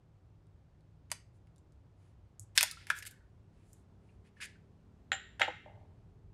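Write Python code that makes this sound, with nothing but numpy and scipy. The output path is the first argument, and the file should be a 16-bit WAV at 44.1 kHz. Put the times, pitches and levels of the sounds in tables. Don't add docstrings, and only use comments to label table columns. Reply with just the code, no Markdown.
import sys
import numpy as np
from scipy import signal
from scipy.fft import rfft, irfft
from scipy.io import wavfile

SR = 44100
rng = np.random.default_rng(int(sys.argv[2]) if len(sys.argv) > 2 else 0)


def unload_wav(signal):
    wavfile.write(
        sys.argv[1],
        SR,
        np.round(np.clip(np.atleast_2d(signal).T, -1, 1) * 32767).astype(np.int16),
    )


N = 279153
TIME = np.arange(N) / SR

# frequency in Hz, relative density in dB per Hz.
BACKGROUND_SPECTRUM = [(12, -53.5), (24, -22.5), (40, -5), (50, -10), (92, -0.5), (132, -8.5), (160, -14),
                       (217, -18.5), (319, -17.5), (432, -22.5), (870, -28), (1910, -39), (4000, -45.5),
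                       (8000, -52), (16000, -67)]
# time in seconds, rumble level in dB, air level in dB.
BACKGROUND_COURSE = [(0.0, -62.5, -73.5), (4.84, -63, -71.5), (5.7, -58.5, -70), (6.3, -57, -73)]
# centre frequency in Hz, level in dB.
HUM_TONES = [(62, -69), (98, -66.5), (116, -72.5), (158, -71)]
# frequency in Hz, level in dB before the slow rise and the waver.
MOTOR_TONES = [(195, -74.0), (232, -78.5), (278, -84.5), (386, -81), (430, -82.5)]
# time in seconds, gain in dB.
MOTOR_RISE = [(0, -12.0), (2.8, -5), (4.0, 4.5), (6.3, 4.5)]

# lower edge in Hz, upper edge in Hz.
SHELL_BANDS = [(620, 1030), (1500, 2720), (3150, 5150), (6400, 10400), (11000, 14000)]
SHELL_RESPONSE_DB = [0, -1, -4.5, -2.5, -9]
BELOW_PITCH_DB_PER_OCTAVE, TILT_PIVOT_HZ = 26, 4230
BREAK_S, FEW_SPLINTERS_DB = (2.5, 3.2), -10.5
# start in seconds, crumbling time constant in ms, base level in dB,
# pitch of the piece in Hz, spectral tilt in dB per octave.
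SHELL_SNAPS = [ (0.469, 0.62, -57, 4400, -1), (0.808, 0.92, -53, 4400, -8), (1.1019, 6.1, -38, 1200, -1),
               (1.1162, 1.4, -11, 820, 3.5), (1.471, 1.6, -55, 1400, -2.5), (1.5608, 0.91, -50, 4040, 1),
               (1.581, 2.2, -42, 5400, -3), (1.722, 1.1, -51, 4400, -2), (2.3958, 1.3, -16, 8800, -2),
               (2.5768, 2.2, 9, 2860, -6.5), (2.6090, 1.4, -3.5, 1594, -1), (2.629, 0.9, -2.5, 880, 3.5),
               (2.712, 2, -11.5, 4630, -6), (2.8690, 1.8, -29, 1650, -2.5), (2.901, 2.0, -11, 1500, -3.7),
               (2.9880, 1.0, -23.5, 6000, 1.5), (3.0245, 3.9, -24, 1900, -2),
               (3.0526, 1.4, -28.5, 1620, -1), (3.11, 2.6, -40, 1500, 8), (3.7313, 1.5, -26, 10000, 0),
               (5.3971, 4.3, -22.5, 1446, -4.5), ]
RUN_ON_S, RUN_ON_DB, RUN_ON_SLOWER = 0.005, -15.5, 3.0
# start in seconds,
# length in seconds, base level in dB, pitch in Hz, spectral tilt in dB per octave.
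NOISE_STROKES = [ (1.327, .069, -59, 1490, 5.5), (1.953, 0.2, -49, 1370, 0.5),
                 (2.396, .05, -32.5, 7160, 0.5), (2.551, .03, -21, 1060, 1), (2.644, .048, -38, 1030, -4),
                 (2.744, 0.13, -27.5, 2860, -11.5), (2.86, 0.084, -30, 1180, -3),
                 (2.942, .075, -24.5, 1200, 1.5), (3.057, 0.026, -21.5, 1650, 3.5),
                 (3.492, 0.22, -48.5, 1606, -2.5), (3.612, 0.23, -46.5, 1576, 6.5),
                 (3.990, 0.2, -51, 1713, -1), (4.234, 0.066, -46, 1590, -3.5),
                 (4.356, 0.061, -46, 1700, -6), (4.401, 0.049, -17.5, 2034, -3.5),
                 (4.425, 0.043, -22.5, 2010, 0.5), ]

# start in seconds, level in dB before swell and decay,
# final frequency in Hz, time to decay by 60 dB in seconds.
EGG_PLOPS = [ (2.721, -50.5, 1300, 0.073), (2.771, -46.5, 1380, 0.05), (2.9031, -5, 1674, 0.0092),
             (2.9155, -24, 1710, 0.017), (4.368, -56.5, 1800, .06), (4.556, -59.5, 1565, 0.049), ]
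PLOP_SWELL_S, PLOP_GLIDE_S, PLOP_START_SHARE = 0.00096, 0.0015, 0.84
# start in seconds,
# length in seconds, level in dB at the start, middle frequency in Hz.
NARROW_RINGS = [(2.93, .34, -52.5, 1682), (4.087, 0.035, -68, 2633), (4.399, .11, -42, 1846)]
SINES_PER_S, SINE_T60_S, SINE_SPREAD_OCTAVES, RING_FADE_DB = 140, 0.05, 0.174, 22.5

# start in seconds, contact time constant in ms, base level in dB of the thud
# into the table, base level in dB of the clack of the wall, level in dB of the ping.
BOWL_KNOCKS = [ (5.1178, 1.97, -24, -3.5, -18), (5.1272, 13, -22, -9.5, -13),
               (5.3954, 3.0, -23, -17.5, -49.5), (5.4070, 9.7, -7, -11.5, -37),
               (5.4163, 2.5, -13, 1.5, -23.5), (5.4270, 20, -15, -6.5, -28), (5.477, 7.3, -8.5, -22, -39),
               (5.7560, 2, -41, -50, -75), ]
# lower edge in Hz, upper edge in Hz.
KNOCK_BANDS = [(480, 620), (680, 940), (1400, 2140), (2350, 3730), (4000, 7900)]
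THUD_DB, CLACK_DB, RING_DB = [-8, -1], [0.5, -4.5, -22], -33.5
WORKTOP_BAND_HZ, WORKTOP_DB = (280, 380), -17.5
CLICK_BAND_HZ, CLICK_DB = (9000, 14000), -36.0
PING_BAND_HZ, PING_T60_S = (7000, 7480), 0.096
# frequency in Hz, relative level in dB, time to decay by 60 dB in seconds.
BOWL_MODES = [(558, -17.5, 0.078), (774, -8, 0.15), (1440, -26, 0.101), (1720, -8.5, 0.052),
              (2228, -5, 0.061), (2875, -5, 0.12), (3070, -8, 0.19), (3360, -8.5, .08)]

# frequency in Hz, level in dB.
ECHO_SPECTRUM = [(300, 4.5), (800, 3.5), (2000, -1), (4500, 1.5), (8000, -4), (15000, -7)]
# frequency in Hz, time to decay by 60 dB in seconds before scaling.
ECHO_DECAY = [(300, 0.13), (800, 0.1), (1800, 0.5), (3500, 0.4), (7000, 0.41), (10000, 0.33),
              (15000, 0.091)]
# delay in seconds, level in dB.
NEAR_REFLECTIONS = [(.0021, -25), (.0064, -19), (0.0115, -20)]
CUTOFF_HZ = 16400


def from_db(db):
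    return 10 ** (np.asarray(db) / 20)


def unit_energy(x):
    return x / np.sqrt(np.sum(x ** 2) + 1e-20)


def unit_rms(x):
    return unit_energy(x) * np.sqrt(len(x))


def decay_60(t, t60):
    return np.exp(-np.log(1000) * t / t60)


def at_hz(points, hz):
    table_hz, value = np.transpose(points)
    return np.interp(np.log(hz), np.log(table_hz), value)


def band(x, low_hz, high_hz, order=3):
    edges = [low_hz, min(high_hz, SR / 2 - 1000)]
    sections = signal.butter(order, edges, "band", fs=SR, output="sos")
    return signal.sosfilt(sections, x + 1e-18)


def add(out, s, sound):
    start = round(s * SR)
    out[start:start + len(sound)] += sound[:N - start]


def background(low_db=-1.5, air_db=-0.5, waver_hz=8.0):
    s, *levels = np.transpose(BACKGROUND_COURSE)
    rumble_level, air_level = [from_db(np.interp(TIME, s, db)) for db in levels]
    hz = np.fft.rfftfreq(N, 1 / SR) + 1
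    spectrum = rfft(rng.standard_normal(N)) * from_db(at_hz(BACKGROUND_SPECTRUM, hz))
    rumble = unit_rms(irfft(spectrum * (hz < 200), N))
    air = irfft(spectrum * (hz >= 200), N)
    air = air / np.std(band(air, 200, 900))
    hum = np.zeros(N)
    for centre_hz, db in HUM_TONES:
        tone = band(rng.standard_normal(N), centre_hz - waver_hz, centre_hz + waver_hz)
        hum += from_db(db) * unit_rms(tone)
    return from_db(low_db) * rumble_level * rumble + from_db(air_db) * air_level * air + hum


def whine(waver_db=1.0):
    rise = from_db(np.interp(TIME, *np.transpose(MOTOR_RISE)))
    tones = np.zeros(N)
    for hz, db in MOTOR_TONES:
        waver = waver_db * np.sin(2 * np.pi * rng.uniform(0.3, 1.1) * TIME)
        tones += from_db(db + waver) * np.sin(2 * np.pi * hz * TIME)
    return rise * tones


def grit(count, spread_db):
    size_db = spread_db * np.clip(rng.standard_normal(count), -2, 2)
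    return rng.standard_normal(count) * from_db(size_db)


def excite(force, bands, levels_db):
    return sum(from_db(db) * unit_energy(band(force, *edges)) for edges, db in zip(bands, levels_db))


def shell_levels(s, db, pitch_hz, tilt_db):
    hz = np.sqrt(np.prod(SHELL_BANDS, axis=1))
    octaves_below = np.maximum(0, np.log2(pitch_hz / hz))
    levels = db + np.array(SHELL_RESPONSE_DB) + tilt_db * np.log2(hz / TILT_PIVOT_HZ)
    levels -= BELOW_PITCH_DB_PER_OCTAVE * octaves_below
    if not BREAK_S[0] < s < BREAK_S[1]:
        levels[-1] += FEW_SPLINTERS_DB
    return levels


def snaps():
    out, t = np.zeros(N), TIME[:SR // 20]
    for s, crumble_ms, *piece in SHELL_SNAPS:
        crumble_s = crumble_ms / 1000
        run_on_decay = np.exp(-np.abs(t - RUN_ON_S) / (RUN_ON_SLOWER * crumble_s))
        run_on = from_db(RUN_ON_DB) * (t > RUN_ON_S) * run_on_decay
        force = grit(len(t), spread_db=2.0) * (np.exp(-t / crumble_s) + run_on)
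        add(out, s, excite(force, SHELL_BANDS, shell_levels(s, *piece)))
    return out


def noise_strokes():
    out, t = np.zeros(N), TIME[:SR // 3]
    for s, length, *piece in NOISE_STROKES:
        stroke = np.sin(np.pi * np.minimum(t / length, 1))
        force = grit(len(t), spread_db=5.5) * stroke
        add(out, s, excite(force, SHELL_BANDS, shell_levels(s, *piece)))
    return out


def soft_thud(start_s=2.345, length_s=0.14, db=-51.0, hz=102.8):
    out, t = np.zeros(N), TIME[:SR // 4]
    swell = np.sin(np.pi * np.minimum(t / length_s, 1))
    throb = unit_rms(band(rng.standard_normal(N), hz * 0.88, hz * 1.13))
    add(out, start_s, from_db(db) * swell * throb[-len(t):])
    return out


def scattered_rings():
    rows = []
    for s, length, db, hz in NARROW_RINGS:
        for when, place in rng.random((round(SINES_PER_S * length), 2)):
            octaves = SINE_SPREAD_OCTAVES * (2 * place - 1)
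            rows.append((s + when * length, db - RING_FADE_DB * when, hz * 2 ** octaves, SINE_T60_S))
    return rows


def plops_and_rings():
    out, t = np.zeros(N), TIME[:SR // 10]
    for s, db, final_hz, t60 in EGG_PLOPS + scattered_rings():
        hz = final_hz * (1 - (1 - PLOP_START_SHARE) * np.exp(-t / PLOP_GLIDE_S))
        swell = 1 - np.exp(-(t / PLOP_SWELL_S) ** 2)
        ring = np.sin(2 * np.pi * np.cumsum(hz) / SR)
        add(out, s, from_db(db) * swell * decay_60(t, t60) * ring)
    return out


def knocks():
    out, t = np.zeros(N), TIME[:SR // 4]
    bands = [WORKTOP_BAND_HZ, *KNOCK_BANDS, CLICK_BAND_HZ]
    for s, contact_ms, thud_db, clack_db, ping_db in BOWL_KNOCKS:
        thud_levels = [thud_db + db for db in (WORKTOP_DB, *THUD_DB)]
        clack_levels = [clack_db + db for db in (*CLACK_DB, CLICK_DB)]
        contact = np.exp(-t * 1000 / contact_ms)
        for edges, db in zip(bands, thud_levels + clack_levels):
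            noise = rng.standard_normal(len(t)) * contact
            add(out, s, from_db(db) * unit_energy(band(noise, *edges)))
        cluster = rng.standard_normal(len(t)) * decay_60(t, PING_T60_S)
        add(out, s, from_db(ping_db) * unit_energy(band(cluster, *PING_BAND_HZ)))
        for hz, db, t60 in BOWL_MODES:
            mode_db = clack_db + RING_DB + db + rng.normal(0, 0.67)
            strength = from_db(mode_db) * rng.choice([-1, 1])
            add(out, s, strength * decay_60(t, t60) * np.sin(2 * np.pi * hz * t))
    return out


def rocking(start_s=5.66, bump_db=-26.5, roll_db=-25.0, t60=0.78, sway_hz=52.38, sway_db=10.0):
    out, t = np.zeros(N), TIME[:SR * 2 // 3]
    bump = rng.standard_normal(len(t)) * np.exp(-t / 0.00073)
    sway = from_db(sway_db * np.cos(2 * np.pi * sway_hz * t))
    roll = rng.standard_normal(len(t)) * sway * decay_60(t, t60)
    for force, db in (bump, bump_db), (roll, roll_db):
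        add(out, start_s, from_db(db) * unit_energy(band(force, 540, 914)))
    return out


def reflections(x):
    out = x.copy()
    for delay, db in NEAR_REFLECTIONS:
        add(out, delay, from_db(db) * x)
    return out


def kitchen(x, length, build_s=0.0013):
    t, response = TIME[:SR * 3 // 4], 0
    edges = np.geomspace(200, 18000, 14)
    for low, high in zip(edges, edges[1:]):
        hz = np.sqrt(low * high)
        build_up = 1 - np.exp(-(t / build_s) ** 2)
        envelope = build_up * decay_60(t, length * at_hz(ECHO_DECAY, hz))
        tail = unit_energy(band(rng.standard_normal(len(t)), low, high) * envelope)
        bandwidth_gain = np.sqrt(2 * (high - low) / SR)
        response = response + tail * from_db(at_hz(ECHO_SPECTRUM, hz)) * bandwidth_gain
    return signal.fftconvolve(x, response)[:N]


def scene(cupped_echo_db=-10.5, open_echo_db=-9.0, bowl_echo_db=-10.0):
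    egg = snaps() + noise_strokes() + plops_and_rings()
    bowl = knocks() + rocking()
    cupped = TIME < 2.5
    echo = from_db(cupped_echo_db) * kitchen(egg * cupped, length=0.62)
    echo += from_db(open_echo_db) * kitchen(egg * ~cupped, length=0.74)
    echo += from_db(bowl_echo_db) * kitchen(bowl, length=1.15)
    mix = reflections(egg + bowl) + echo + soft_thud() + whine() + background()
    return mix[None]


def record(dry, ceiling=1.0):
    rounded = ceiling * np.tanh(dry / ceiling)
    low_pass = signal.ellip(10, 0.1, 80, CUTOFF_HZ, fs=SR, output="sos")
    return signal.sosfilt(low_pass, rounded)


dry = scene()
out = record(dry)
unload_wav(out)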